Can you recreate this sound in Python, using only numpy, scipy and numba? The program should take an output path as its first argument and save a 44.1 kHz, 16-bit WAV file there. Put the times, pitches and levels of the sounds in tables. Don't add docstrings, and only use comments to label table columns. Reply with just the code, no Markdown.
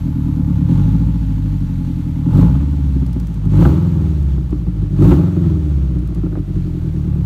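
import sys
import numpy as np
from scipy import signal
from scipy.io import wavfile
from scipy.ndimage import uniform_filter1d
from numba import njit

SR = 44100
rng = np.random.default_rng(int(sys.argv[2]) if len(sys.argv) > 2 else 0)


def generate_wav(signal):
    frames = np.transpose(np.atleast_2d(signal))
    scaled = np.clip(frames, -1, 1) * 32767
    pcm = np.round(scaled).astype(np.int16)
    wavfile.write(sys.argv[1], SR, pcm)


N = 319725
TIME = np.arange(N) / SR

# start_s, opening_s, closing_s, depth (0-1), burble_db (extra scatter after the blip)
BLIPS = [(.58, .09, .487, .386, 0), (2.169, .233, .443, .567, 2), (3.482, .179, .249, .897, 3),
         (4.924, .2, .228, 1, 3)]
PULL_HZ_PER_S, COAST_S, STALL_HZ, START_HZ = 278.2, 1.13, 22.48, 40.07
IDLE_FEED, IDLE_FEED_ENDS_S = .0218, 2.0
BURBLE_HZ = [44, 48, 61, 66]
EVEN_DB, THROTTLE_SCATTER_DB = .8, .8
CYLINDER_DB = [1, -0.92, -0.46, 0.65]
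LONG_BANK_LAG_S = .0006
LONG_BANK_HZ, LONG_BANK_Q, LONG_BANK_LEAK = 132.4, 1.13, 0.35
# start_s, full_s, ease_s, end_s, strength (0-1)
RUSHES = [(0.644, 0.705, 0.79, 1.21, 0.43), (2.232, 2.384, 2.415, 2.675, 0.7),
          (3.466, 3.615, 3.67, 3.918, 0.8), (4.935, 5.05, 5.116, 5.36, 0.86)]
RUSH_BRIGHTENS = 0.28
# time_s, nearness (0-1)
NEAR = [(0, 0.09), (2.6, 0.15), (3.6, 0.46), (4.6, 0.72), (6.4, 0.96), (7.25, 0.58)]
# rate_hz, boom_db, bark_db, rasp_db, roar_db, hiss_db (relative)
COASTING = [(36, -16, -14, -20.5, -43, -60.5), (41.6, -20, -19, -22.5, -47, -59.5),
            (48.2, -17.5, -18.5, -26, -48, -59.5), (70, -16, -19, -26.5, -48, -59.5),
            (72.2, -18, -21.5, -24, -47.5, -59.5), (97, -25.5, -19.5, -26.5, -45.5, -58.5)]
# lead_s, full_rush_db, curve_power, swell_db,
# burble_slope (dB per dB of extra scatter), near_db (at nearness 1)
RESPONSE = [(0, 5.5, 1.4, 4, -0.9, 0.5), (0.017, 12.5, 0.63, 6.5, -0.87, -0.5),
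            (0.018, 19.5, 0.95, 8, -.5, -4), (0.0092, 23, 1, 5.5, 0, -1), (0.0073, 17, 1.74, 2, -1, -2)]
# centre_s, strength (0-1)
SWELLS = [(3.0, 0.13), (3.99, 0.74), (5.46, 1)]
SWELL_S = 0.12
# centre_hz, width_hz (first pass), gain_db (relative)
BOOM = [(45.8, 26, 2.5), (67, 31.2, 7)]
BARK = [(104.6, 13.2, -0.88), (127.4, 12.7, -0.38), (147.2, 13.6, 1), (174.26, 23, 1)]
# centre_hz, width_hz (first pass), gain_db (relative)
RASP_FAR = [(227.5, 34.4, -5), (264, 31, 1), (297.7, 29, -0.5)]
RASP_NEAR = [(257.4, 15.3, -3.5), (297.8, 23, 6), (328.8, 36.6, -3.5), (376.2, 35, -7)]
# centre_hz, width_hz (first pass), gain_db (relative)
ROAR_FAR = [(499, 47, 0), (621, 58, -13.5), (849, 49, 3), (1060, 230, -10.5), (1422, 210, -11)]
ROAR_NEAR = [(490, 44.5, 0.5), (605, 47, -1.5), (820, 140, -8.5), (1122, 122, -10.5), (1320, 144, -8.5)]
# (relative, per Hz)
AIR = [(820, -31), (1400, 2), (1700, 0), (2340, -2), (3100, -3.5), (3720, -5.5), (4400, -7.5),
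       (4930, -20.5), (5900, -11.5), (10200, -23), (12000, -33.5), (12300, -21), (15600, -20)]
HISS_FLICKER_DB = .7
# mean_hz, level_db (rms, before the common level below)
WHINE = [(11510, -75), (12360, -86), (12877, -88), (13410, -88), (15127, -87)]
# time_s, change_db
WHINE_LEVEL = [(0, 7), (2.3, 4), (2.7, -1), (4.4, 2), (5.8, -13), (6.3, 4), (7.25, 4)]
# start_s, crack_db (before CRACK_DB is added), thump_db (relative)
POPS = [(0.372, -40, -32), (0.396, -43, -16), (0.506, -45, -27), (0.685, -46, -30), (2.261, -51, -12),
        (2.385, -28, -2), (2.424, -29, -10), (2.547, -30, -17), (2.602, -33, -24), (2.959, -52, -8),
        (3.02, -37, -10), (3.158, -38, -7.5), (3.584, -28, -3), (3.619, -18, -34), (3.649, -13, -1),
        (3.693, -25.5, -18), (4.374, -37, -13), (4.521, -30.5, -6.5), (5.018, -22, 1.5), (5.047, -21, -21),
        (5.114, -14.5, 2), (5.189, -44, -0.5), (5.362, -31, -7.5), (5.964, -35.5, -31), (6.118, -40, -20),
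        (6.23, -36.5, -10.5), (6.259, -35, -17), (6.321, -37, -18), (6.351, -31.5, -32),
        (6.366, -31.5, -13.5)]
CRACK_S, CRACK_DB = 0.0037, -4
# start_s, strength_db (relative)
TICKS = [(2.938, -58.5), (2.9989, -46), (3.0627, -40), (3.1296, -39.5), (3.198, -38), (3.2693, -39),
         (3.3406, -43.5), (3.4509, -45), (4.2256, -46), (4.5055, -47), (5.0203, -37), (5.9876, -48),
         (6.0726, -43), (6.1462, -40)]
TOP_HZ = 15720


def undb(db):
    return 10 ** (np.asarray(db) / 20)


def level(x, db):
    return x * undb(db) / np.sqrt(np.mean(x ** 2))


def curves(table):
    s, *columns = np.transpose(table)
    return [np.interp(TIME, s, c) for c in columns]


@njit
def svf(x, hz, width):
    y, band, low = np.empty(len(x)), 0., 0.
    g, damping = np.tan(np.pi * hz / SR), width / hz
    for i in range(len(x)):
        v = (band + g * (x[i] - low)) / (1 + g * (g + damping))
        band, low, y[i] = 2 * v - band, low + 2 * g * v, damping * v
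    return y


def ring(x, modes, skirt=1.8):
    total = 0
    for k, (hz, width, db) in enumerate(modes):
        first = svf(x, 1. * hz, 1. * width)
        total = total + (-1) ** k * undb(db) * svf(first, 1. * hz, skirt * width)
    return total


def walk(rate):
    k = int(SR / rate)
    held = np.repeat(rng.standard_normal(N // k + 1), k)
    return 1.3 * uniform_filter1d(uniform_filter1d(held, k), k)[:N]


def impulses(seconds, size):
    return np.bincount(np.clip(seconds * SR, 0, N - 1).astype(int), size, N)


def coloured(points, flicker_db):
    hz, db = np.transpose(points)
    centres = np.geomspace(hz[1], hz[-2], num=18)
    gains = np.interp(np.log(centres), np.log(hz), db) + 10 * np.log10(centres / 2000)
    total = 0
    for f, gain in zip(centres, gains):
        band = svf(svf(rng.standard_normal(N), f, f / 5), f, f / 5)
        total = total + undb(gain + flicker_db * walk(15)) * band
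    return total


def throttle():
    return sum(depth * np.interp(TIME, [s, s + up, s + up + down], [0, 1, 0])
               for s, up, down, depth, _ in BLIPS)


def speed():
    pull = PULL_HZ_PER_S * (throttle() + IDLE_FEED * (TIME < IDLE_FEED_ENDS_S))
    coast = STALL_HZ + (START_HZ - STALL_HZ) * np.exp(-TIME / COAST_S)
    return coast + signal.lfilter([1 / SR], [1, 1 / (SR * COAST_S) - 1], pull)


def burble(hz):
    s, *_, db = np.transpose(BLIPS)
    latest = np.clip(np.searchsorted(s, TIME) - 1, 0, None)
    shut = uniform_filter1d(1. * (throttle() == 0), size=2048)
    return db[latest] * shut * np.interp(hz, BURBLE_HZ, [0, 1, 1, 0])


def rush(lead_s):
    return sum(a * np.interp(TIME + lead_s, times, [0, 1, 1, 0]) for *times, a in RUSHES)


def loudness(hz, burble_db):
    near, = curves(NEAR)
    swell = sum(a * np.exp(-((TIME - s) / SWELL_S) ** 2) for s, a in SWELLS)
    rate, *shut_db = np.transpose(COASTING)
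    levels = []
    for db, (lead_s, full_db, power, swell_db, slope, near_db) in zip(shut_db, RESPONSE):
        flow_db = np.interp(hz, rate, db) + full_db * rush(lead_s) ** power
        levels.append(flow_db + swell_db * swell + slope * burble_db + near_db * near)
    return levels


def firings(hz, uneven_db):
    turns = np.cumsum(hz) / SR - .9
    index = np.arange(-1, int(turns[-1]) + 1)
    chance = rng.standard_normal((1000, 2))[:len(index)].T
    at = np.interp(index, turns, TIME)
    scatter_db = np.interp(at, TIME, uneven_db)
    at = at + .0001 * scatter_db * chance[0]
    size = undb(np.take(CYLINDER_DB, index % 4) + scatter_db * chance[1])
    far = (index + 1) % 4 < 2
    short = impulses(at[~far], size[~far])
    late = impulses(at[far] + LONG_BANK_LAG_S, size[far])
    w = 2 * np.pi * LONG_BANK_HZ
    dull = signal.lfilter(*signal.bilinear([w * w], [1, w / LONG_BANK_Q, w * w], SR), late)
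    puff = np.convolve(short + 0.71 * late, np.exp(-TIME[:1024] / 0.013))[:N]
    return short + dull + LONG_BANK_LEAK * (late - dull), puff


def exhaust(pulses, boom_db, bark_db, rasp_db):
    near = np.clip(curves(NEAR)[0] + RUSH_BRIGHTENS * rush(0), 0, 1)
    drive = level(pulses, 0) + level(rng.standard_normal(N), -18)
    rasp_far = level(ring(drive, RASP_FAR, skirt=0.72), 0)
    rasp_near = level(ring(drive, RASP_NEAR, skirt=0.89), 0)
    rasp = (1 - near) * rasp_far + near * rasp_near
    boom = level(ring(drive, BOOM), 0)
    bark = level(ring(drive, BARK), 0)
    return undb(boom_db) * boom + undb(bark_db) * bark + undb(rasp_db) * rasp


def gas(puff, roar_db, hiss_db):
    near, = curves(NEAR)
    flow = (0.27 + puff) * rng.standard_normal(N)
    roar = (1 - near) * ring(flow, ROAR_FAR, skirt=7.8) + near * ring(flow, ROAR_NEAR, skirt=7.2)
    roar = roar * undb(0.3 * walk(15))
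    hiss = (1.7 + puff) * coloured(AIR, flicker_db=HISS_FLICKER_DB) * undb(0.74 * walk(18))
    jet = (.8 + puff) * svf(rng.standard_normal(N), 13500., 7000.)
    jet_db = -63.5 + 1.4 * (hiss_db + 57)
    return undb(roar_db) * level(roar, -0.74) + undb(hiss_db) * level(hiss, 6.3) + undb(jet_db) * level(jet, 0)


def whine():
    db_now, = curves(WHINE_LEVEL)
    waver_db = 1.5
    total = 0
    for hz, db in WHINE:
        gain = np.sqrt(2) * undb(db + db_now + waver_db * walk(1.4))
        phase = 2 * np.pi * np.cumsum(hz + 14 * walk(30)) / SR
        total = total + gain * np.sin(phase)
    return total


def rumble():
    return level(svf(rng.standard_normal(N), 25., 67.0), -43)


def afterfire():
    s, crack_db, thump_db = np.transpose(POPS)
    near, = curves(NEAR)
    modes = [(hz, 2 * w, db) for hz, w, db in ROAR_NEAR] + [(2560, 1200, -29.0)]
    noise = rng.standard_normal(N)
    shape = TIME[:4096] / CRACK_S * np.exp(1 - TIME[:4096] / CRACK_S)
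    bursts = signal.fftconvolve(impulses(s, undb(crack_db)), shape)[:N]
    cracks = ring(bursts * noise, modes) * undb(CRACK_DB) / ring(noise, modes).std()
    blows = [ring(np.eye(1, 4096)[0], rasp + BARK[2:]) for rasp in (RASP_FAR, RASP_NEAR)]
    thumps = [signal.fftconvolve(impulses(s, undb(thump_db)), blow / blow.max())[:N] for blow in blows]
    return cracks + (1 - near) * thumps[0] + near * thumps[1]


def ticks():
    s, db = np.transpose(TICKS)
    shape = TIME[:1024] / 0.0098 * np.exp(1 - TIME[:1024] / 0.0021)
    envelope = np.convolve(impulses(s, undb(db)), shape)[:N]
    return undb(6.5) * envelope * level(svf(rng.standard_normal(N), 4500.0, 14000.), 0)


def slap_back(car):
    echoes = impulses(np.array([.011, .023, .041]), undb([-20, -23, -26]))[:4096]
    return signal.fftconvolve(car, echoes)[:N]


def scene():
    hz = speed()
    burble_db = burble(hz)
    boom_db, bark_db, rasp_db, roar_db, hiss_db = loudness(hz, burble_db)
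    pulses, puff = firings(hz, EVEN_DB + THROTTLE_SCATTER_DB * throttle() + burble_db)
    car = exhaust(pulses, boom_db, bark_db, rasp_db) + gas(puff, roar_db, hiss_db) + afterfire() + ticks()
    return (car + slap_back(car) + whine() + rumble())[None]


def record(dry):
    x = signal.sosfilt(signal.butter(N=1, Wn=30, btype="high", fs=SR, output="sos"), dry)
    x = x / (1 + np.abs(x) ** 10) ** (1 / 10)
    return signal.sosfilt(signal.ellip(14, .2, 80, TOP_HZ, fs=SR, output="sos"), x)


dry = scene()
out = record(dry)
generate_wav(out)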